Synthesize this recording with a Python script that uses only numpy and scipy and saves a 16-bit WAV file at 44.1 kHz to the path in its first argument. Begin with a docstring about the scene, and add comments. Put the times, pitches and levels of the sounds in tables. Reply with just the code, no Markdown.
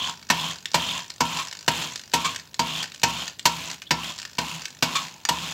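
"""Lapping a valve by hand lever

A valve is lapped in its seat by a hand lever swung round about twice a second, in a small workshop.
Each stroke starts with a clank as the slack is taken up: chattering noise plus ringing steel modes.
Paste then grinds between the steel faces: grains of noise, stem hiss, a singing seat and a rumbling frame.
As the valve slows, separate slips stand out; three times it catches and squawks on wavering tones.
Faint ticks run through the back swings, single clicks stand out, and a short dull room tail follows."""
import sys
import numpy as np
from scipy import signal
from scipy.fft import rfft, irfft, next_fast_len
from scipy.io import wavfile

SR = 44100
rng = np.random.default_rng(int(sys.argv[2]) if len(sys.argv) > 2 else 0)


def log_audio(samples):
    """Write samples as a 16-bit WAV file to the path given in sys.argv[1]."""
    # one column per channel
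    frames = np.atleast_2d(samples).T
    # limit to full scale, then quantise
    limited = np.clip(frames, -1, 1)
    pcm = np.round(limited * 32767).astype(np.int16)
    wavfile.write(sys.argv[1], SR, pcm)


N = 243873
TIME = np.arange(N) / SR  # seconds

# Strokes of the lever, each a clank and then a push; all levels are relative:
# start_s, clank_db, thud_db, ring_db (near 1 kHz), edge_db (bright shelf), clank_t60_s,
# grinding_db, swell_db (rise over the push), push_s, release_s, stem_hiss_db, singing_db, back_swing_db
STROKES = [(-0.16, -10, 0, 0, -3, .05, -33, 2, .25, 0.082, 6, 0.5, -52),
           (0.2999, -6.5, -5.5, -7, -4, 0.057, -33, 0, 0.21, 0.065, 2, -2.5, -53),
           (0.7423, -9.5, 0, 1.5, -3, 0.076, -33, -0.5, 0.25, .08, 3, -5, -51.5),
           (1.205, -11, 1.5, 4.5, -5, 0.055, -32, 4, 0.2, .1, -2.5, -2.5, -46),
           (1.6786, -7, -3.5, -4.5, -6.5, 0.043, -30, 4, .15, 0.16, -6.5, -9.5, -47.5),
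           (2.1355, -11, 2, 1, 0.5, 0.08, -35, -1, .17, 0.16, -6, -4.5, -57.5),
           (2.5921, -12, 1, 2, -4.5, .051, -32.5, 3.5, 0.23, 0.067, 1.5, -10, -48.5),
           (3.032, -6, -3, -3, -6, 0.052, -33.5, 2, 0.2, .12, 0, -12, -55),
           (3.454, -7.5, -3.5, -0.5, 0, 0.065, -35, 1.5, 0.29, 0.044, -19, -9, -57),
           (3.9068, -8, -1.5, -2, -7, 0.052, -34.5, 8, .19, 0.097, -2, -6, -45.5),
           (4.3827, -13.5, 1, -8, -10.5, 0.057, -36, 0.5, .17, 0.22, -25, -9, -50.5),
           (4.824, -11, 1.5, -3, 0.5, 0.057, -35, -1, 0.19, 0.27, -21, -4, -58),
           (5.2876, -11, -0.5, -1, -1.5, 0.048, -33.5, 2.5, 0.23, .1, -4, -10, -48)]
# Modes of the bench and frame: pitch_hz, level_db (relative), t60_s
FRAME_MODES = [(74.2, -13, 0.59), (130.7, -2, 0.15), (166, 1, 0.26), (235.2, -4.5, 0.29),
               (262.8, -5.5, 0.21), (311.2, -10, 0.36), (340.8, -11, 0.34), (482, -7, 0.2),
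               (658.6, -2.5, 0.15)]
# Modes of the cylinder head: pitch_hz, level_db (relative), t60_s
HEAD_MODES = [(748, -12, 0.11), (857, -16, 0.26), (931, 1, 0.17), (980, 5.5, 0.054), (1044, -14, 0.04),
              (1070, -32, 0.18), (1340, -17, 0.36), (2970, -32, 0.056)]
# Peaks and notches of the steel parts: centre_hz, width_hz, gain_db
STEEL_PEAKS = [(1450, 120, 0.5), (1536, 48, 6), (1840, 160, 6), (2000, 63, -10.5), (2245, 175, 4.5),
               (2500, 20, -9), (2547, 77, 5), (2913, 255, 7), (3500, 280, 2.5), (4000, 300, 2),
               (4734, 84, 6.5), (5740, 350, 1.5), (6720, 640, -3.5), (8150, 110, 5.5)]
# Spectrum of the clank's chatter: freq_hz, density_db (relative, per Hz)
CLANK_TONE = [(40, -56), (80, -23), (140, 2), (400, -2.5), (800, 0), (1250, -1), (1800, 0), (3000, -0.5),
              (5500, 1.5), (7600, -1.5), (9000, -16), (12500, -12.5), (15800, -20)]


def clanks():
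    """Loose steel parts chatter together for a few hundredths of a second and set head and frame ringing."""
    out, t = np.zeros(N), TIME[:SR // 2]
    steel = colour(CLANK_TONE, STEEL_PEAKS)
    rattle = amp(1.2 * drift(450))
    attack = np.minimum(t / .0018, 1)
    since_hold = np.maximum(t - .0055, 0)
    treble = signal.butter(1, 4000, "high", fs=SR)
    for start, clank_db, thud_db, ring_db, edge_db, t60, *_ in STROKES:
        contact = attack * amp(-60 * since_hold / t60)
        rattle_here = np.roll(rattle, -round(start * SR))[:len(t)]
        chatter = through(contact * rattle_here * rng.choice([-1, 1], len(t)), steel)
        # treble shelf: the bright edge of this clank
        chatter = chatter + (amp(edge_db) - 1) * signal.lfilter(*treble, chatter)
        thud_swell = 1 - np.exp(-t / 0.0041)
        thud = amp(thud_db - 18) * ring(FRAME_MODES, scatter=1.8) * thud_swell
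        add(out, start, amp(clank_db) * (amp(-4) * chatter + thud))
        # the head answers slightly late
        head = amp(clank_db + ring_db - 10) * ring(HEAD_MODES) * attack
        add(out, start + 0.001597, head)
    return out


def grinding():
    """Paste grains crush under the turning valve; as it slows it sticks and slips, ever more sparsely."""
    age, row = lever()
    level_db, swell_db, push_s, release_s, hiss_db, sing_db, back_db = row[6:]
    # the swell runs to the end of the push; the release falls 20 dB in each release time
    push_db = swell_db * np.minimum(age / push_s - 1, 0) - 20 * np.maximum(age - push_s, 0) / release_s
    attack = np.minimum(age / 0.0095, 1)
    push = attack * amp(level_db + push_db)
    force = np.hypot(push, amp(-2.5) * back_swing(age, back_db))
    # the lever bears down hardest in mid stroke
    press = np.interp(age, [0, .06, .15, .22, .3], [.3, .7, 1, .8, .3])
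    # the clank sets the seat singing, a kick that fades at 156 dB/s
    kick = attack * amp(-25.5 - 156 * age)
    singing = np.hypot(force * amp(sing_db), kick)
    faces = force * (paste_grit(age) + amp(-1) * slip_scratches(age) + press * frame_rumble())
    stem = stem_hiss(age, force * press * amp(hiss_db))
    seat = amp(-3) * np.sqrt(press) * singing * seat_song(press)
    return faces + stem + seat


# Spectrum of the crushing paste: freq_hz, density_db (relative, per Hz)
GRIT_TONE = [(40, -30), (80, -16), (200, -15), (450, -13), (750, -6), (1400, -6.5), (1900, -9),
             (2500, -0.5), (3200, 1), (4600, -8), (7400, -11), (9000, -20), (12500, -22.5), (15800, -24)]


def paste_grit(age):
    """Some 6000 random grains a second, of uneven size, crush and weaken late in the stroke."""
    size = amp(2.5 * np.minimum(rng.exponential(1, N), 4))
    grains = rng.standard_normal(N) * (rng.random(N) < 6000 / SR) * size
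    late_gain = np.interp(age, [.15, .3], [1, 0.44])
    return patchy(through(grains, colour(GRIT_TONE)), 1.55) * late_gain


# Spectrum of slips, clicks and rasp: freq_hz, density_db (relative, per Hz)
TICK_TONE = [(100, -18), (450, -5), (1100, -1), (1600, 4.5), (2100, 2.5), (3000, 0), (4500, 4), (7400, 4.5),
             (9000, -11.5), (12500, -16), (15800, -19)]


def slip_scratches(age):
    """Each slip is a short bright scratch of noise; their rate falls towards some 50 a second."""
    rate_hz = (48 + 550 * np.exp(-age / .08)) * np.exp(.25 * drift(60))
    slips = np.diff(np.floor(np.cumsum(rate_hz) / SR), prepend=0)
    slips = slips * amp(2 * rng.standard_normal(N)) / np.sqrt(rate_hz)
    # each slip dies away with a 3 ms time constant
    fade = signal.lfilter([1], [1, -np.exp(-1 / (.003 * SR))], slips)
    scratch = fade * rng.standard_normal(N)
    scratch = signal.lfilter(*signal.butter(2, 8000, fs=SR), scratch)
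    # the valve sticks most towards the end of the push
    sticking = np.interp(age, [.04, .18, .26, .33], [.15, .5, 1, .4])
    return patchy(through(scratch, colour(TICK_TONE)), 2.0) * sticking


# Soft scuffs of the stem on the back swing: start_s, length_s, level_db (relative)
SCUFFS = [(3.854, 0.036, -42.5)]


def stem_hiss(age, force):
    """The stem gives a hoarse resonant hiss that climbs in each stroke and wanders a little above 3 kHz."""
    centre_hz = 3080 + 220 * np.minimum(age / .2, 1) + 170 * drift(60)
    hiss = resonate(rng.standard_normal(N), centre_hz, 560)
    level = force * amp(-2.5 + 2.5 * drift(90))
    for start, length, level_db in SCUFFS:
        add(level, start, amp(level_db) * np.hanning(round(length * SR)))
    return level * hiss


def seat_song(press):
    """The seat sings in fits near 1 kHz, higher under more pressure."""
    centre_hz = 900 + 150 * press + 45 * drift(30)
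    return resonate(rng.standard_normal(N), centre_hz, 170) * amp(2 * drift(40))


def frame_rumble():
    """Noise rumbles through the frame's modes and drones near its strongest one."""
    rumble = unit(through(rng.standard_normal(N), ring(FRAME_MODES, scatter=2.34)))
    drone = resonate(rng.standard_normal(N), 168, 30)
    return amp(-13) * rumble + amp(-10) * drone


# Where the valve catches: start_s, length_s (the fade starts halfway), level_db (relative), pitch_hz
SQUAWKS = [(1.383, 0.032, -29.5, 1090), (2.243, 0.043, -23, 1055), (4.951, 0.032, -21, 1110)]
# Tones of a squawk: pitch_multiple, width_hz, level_db (relative)
SQUAWK_TONES = [(1, 35, -4.5), (1.161, 59, -10), (2.169, 150, -9), (3.2, 522, -6.5)]


def squawks():
    """The valve catches: a rough, wavering stack of tones with a rasp of noise on top."""
    out = np.zeros(N)
    for start, length, level_db, pitch_hz in SQUAWKS:
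        age = TIME - start
        fade = np.exp(-np.maximum(age - length / 2, 0) / 0.019)
        swell = np.clip(age / 0.0042, 0, 1) * fade
        phase = 2 * np.pi * np.cumsum(pitch_hz * (1 + 0.0163 * drift(56.4))) / SR
        tones = np.zeros(N)
        for multiple, width_hz, tone_db in SQUAWK_TONES:
            # frequency wander spreads each tone over its width
            wander = 2 * np.pi * np.cumsum(width_hz / 2 * drift(2 * width_hz)) / SR
            tones += amp(tone_db) * np.sqrt(2) * np.sin(multiple * phase + wander)
        rasp = unit(through(rng.standard_normal(N), colour(TICK_TONE, STEEL_PEAKS)))
        out += amp(level_db) * swell * (tones + amp(-3) * swell * rasp)
    return out


# The clearest clicks of valve and linkage: start_s, level_db (relative), colour_centre_hz
TICKS = [(0.2269, -33.5, 2000), (0.29, -29, 5040), (0.5094, -24.5, 3380), (0.557, -30, 4280),
         (0.656, -18.5, 3560), (0.7162, -29, 5800), (0.7346, -29, 4950), (1.102, -23.5, 4000),
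         (1.371, -19, 3416), (1.4834, -28, 5220), (1.5266, -25, 2950), (1.958, -20, 3500),
         (1.9946, -30, 4500), (2.1286, -32, 5700), (2.3464, -25, 3000), (2.3603, -20, 3740),
         (2.397, -31, 4930), (2.543, -26, 4480), (2.8288, -19, 4270), (2.84, -22.5, 2786),
         (2.9452, -29, 3400), (3.0168, -31, 5400), (3.2786, -21, 3630), (3.394, -23, 3340),
         (3.7017, -24.5, 3880), (3.8189, -26.5, 3000), (3.8259, -34.5, 2330), (4.0434, -24.5, 3614),
         (4.187, -24, 4920), (4.2286, -29, 3830), (4.251, -24.5, 3370), (4.619, -26.5, 5030),
         (4.6544, -19.5, 3330), (5.2512, -14, 2200)]


def ticks():
    """Single slips and linkage clicks, each with its own colour."""
    out = np.zeros(N)
    for start, level_db, centre_hz in TICKS:
        add(out, start, amp(level_db + .5) * click(centre_hz))
    return out


def judder():
    """On the back swing the valve skips in a nearly even run of faint ticks, about 51 a second."""
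    age, row = lever()
    out, contact = np.zeros(N), back_swing(age, row[-1])
    turns = np.cumsum(51 * np.exp(0.067 * drift(15))) / SR
    skips = np.flatnonzero((np.diff(np.floor(turns), prepend=0) > 0) & (age > .21))
    for at, (force, tint) in zip(skips, rng.standard_normal((len(skips), 2))):
        # uneven by 4 dB, the strongest skips held back
        level = contact[at] * amp(15.5 + 4 * min(force, 1))
        add(out, TIME[at], level * click(5300 * np.exp(0.2 * tint)))
    return out


def click(hz):
    """A short scrape of contact noise, filtered through the steel's peaks and coloured about hz."""
    t = TIME[:SR // 12]
    fade = np.exp(-t / .0028) * np.minimum(t / .0006, 1)
    tone = colour(TICK_TONE, STEEL_PEAKS + [(hz, hz / 2, 5.5)])
    return through(fade * rng.choice([-1, 1], len(t)), tone)


def lever():
    """At every moment: the time since the stroke began, and the columns of that stroke's row."""
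    rows = np.array(STROKES)
    latest = np.searchsorted(rows[:, 0], TIME, side="right") - 1
    now = rows[np.maximum(latest, 0)]
    return np.maximum(TIME - now[:, 0], 0), now.T


def back_swing(age, back_db):
    """Light contact that grows over the first 0.28 s, then fades at 40 dB/s until the next clank."""
    full_s = 0.28
    return amp(back_db - 40 * np.maximum(age - full_s, 0)) * np.minimum(age / full_s, 1) ** 2


def shimmer(x):
    """Countless short modes of the steel, as a burst of treble noise, add a fine metallic grain."""
    t = TIME[:SR // 25]
    treble = signal.butter(2, 5000, "high", fs=SR, output="sos")
    modes = signal.sosfilt(treble, rng.standard_normal(len(t))) * np.exp(-t / .006)
    return x + .45 * through(x, modes / np.linalg.norm(modes))


def workshop(x):
    """A cluttered room returns a short, dull tail of sparse random echoes."""
    t, t60 = TIME[:SR // 2], 0.28
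    sparse = (rng.random(len(t)) < .08) * (t > .006)
    taps = rng.standard_normal(len(t)) * sparse * amp(-60 * t / t60)
    tail = signal.lfilter(*signal.butter(1, 5000, fs=SR), taps)
    return x + amp(-15) * through(x, tail / np.linalg.norm(tail))


# Spectrum of the quiet shop: freq_hz, density_db (relative, per Hz)
SHOP_TONE = [(25, -30), (45, -6), (70, 3), (170, 5.5), (400, -5.5), (1000, -11.5), (3500, -29), (6000, -28),
             (9000, -24.5), (15800, -17)]


def shop_quiet():
    """The quiet of the shop: steady, faint noise, mostly bass."""
    return amp(-55.5) * through(rng.standard_normal(N), colour(SHOP_TONE))


def amp(db):
    """Decibels to gain."""
    return 10 ** (np.asarray(db) / 20)


def unit(x):
    """Scales to rms 1."""
    return x / np.sqrt(np.mean(x ** 2) + 1e-20)


def add(mix, s, sound):
    """Mixes a sound in at time s, cutting off what falls outside."""
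    at = round(s * SR)
    room = max(len(sound) + min(at, 0), 0)
    part = mix[max(at, 0):][:room]
    sound = sound[max(-at, 0):]
    part += sound[:len(part)]


def drift(hz):
    """Slow chance of rms 1, up to the given rate."""
    count = max(int(hz * N / SR), 2)
    partials = rng.standard_normal(count) + 1j * rng.standard_normal(count)
    slow = irfft(np.r_[0, partials], count * 10)
    return unit(np.interp(TIME, np.linspace(0, N / SR, len(slow)), slow))


def colour(points, peaks=(), size=4096):
    """Causal (minimum-phase) impulse response of energy 1 with a given spectrum and peaks on it."""
    hz = np.fft.rfftfreq(size, 1 / SR)
    point_hz, point_db = np.transpose(points)
    db = np.interp(np.log(hz + 1), np.log(point_hz), point_db)
    for centre, width, gain in peaks:
        db = db + gain / (1 + (2 * (hz - centre) / width) ** 2)
    log_gain = np.log(amp(np.r_[db, db[-2:0:-1]]))
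    response = np.fft.ifft(np.exp(np.conj(signal.hilbert(log_gain)))).real
    return response / np.linalg.norm(response)


def through(x, response):
    """Passes x through an impulse response."""
    return signal.oaconvolve(x, response)[:len(x)]


def ring(modes, scatter=1.0):
    """Dying sines with scattered phases that beat; each blow excites them a little differently."""
    t = TIME[:SR // 2]
    out = np.zeros(len(t))
    for (hz, db, t60), (push, shift) in zip(modes, rng.standard_normal((len(modes), 2))):
        fade = amp(db + 1.5 * push - 60 * t / t60)
        out += fade * np.sin(2 * np.pi * hz * t + scatter * shift)
    return out


def resonate(x, hz, width):
    """A steep resonance of rms 1 whose centre follows the curve hz."""
    turn = np.exp(2j * np.pi * np.cumsum(hz * np.ones(len(x))) / SR)
    pole = np.exp(-np.pi * width / SR)
    # shift the centre to 0 Hz, low-pass there, and shift back
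    slow = signal.lfilter([1], np.poly([pole, pole]), x / turn)
    return unit((turn * slow).real)


def patchy(x, depth_db, rate_hz=70):
    """Lets seven bands, half an octave wide in the middle, swell and drop alone, as grains bite here and there."""
    size = next_fast_len(N, True)
    spectrum, hz = rfft(x, size), np.fft.rfftfreq(size, 1 / SR)
    band = np.clip(np.floor(2 * np.log2(hz / 1000 + 1e-6)), 0, 6)
    out = np.zeros(N)
    for k in range(7):
        out += irfft(spectrum * (band == k), size)[:N] * amp(depth_db * drift(rate_hz))
    return unit(out)


def scene():
    """The lapping, close by, over the quiet of the shop."""
    lapping = clanks() + grinding() + squawks() + ticks() + judder()
    return (workshop(shimmer(lapping)) + shop_quiet())[None]


def record(dry):
    """A small microphone drops the deep bass, peaks stop at full scale; then the band limit."""
    bass_cut = signal.butter(4, 62, "high", fs=SR, output="sos")
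    sound = np.clip(signal.sosfilt(bass_cut, dry), -1, 1)
    band_limit = signal.firwin(401, 15900, window=("kaiser", 8), fs=SR)
    return signal.oaconvolve(sound, band_limit[None], "same")


dry = scene()
out = record(dry)
log_audio(out)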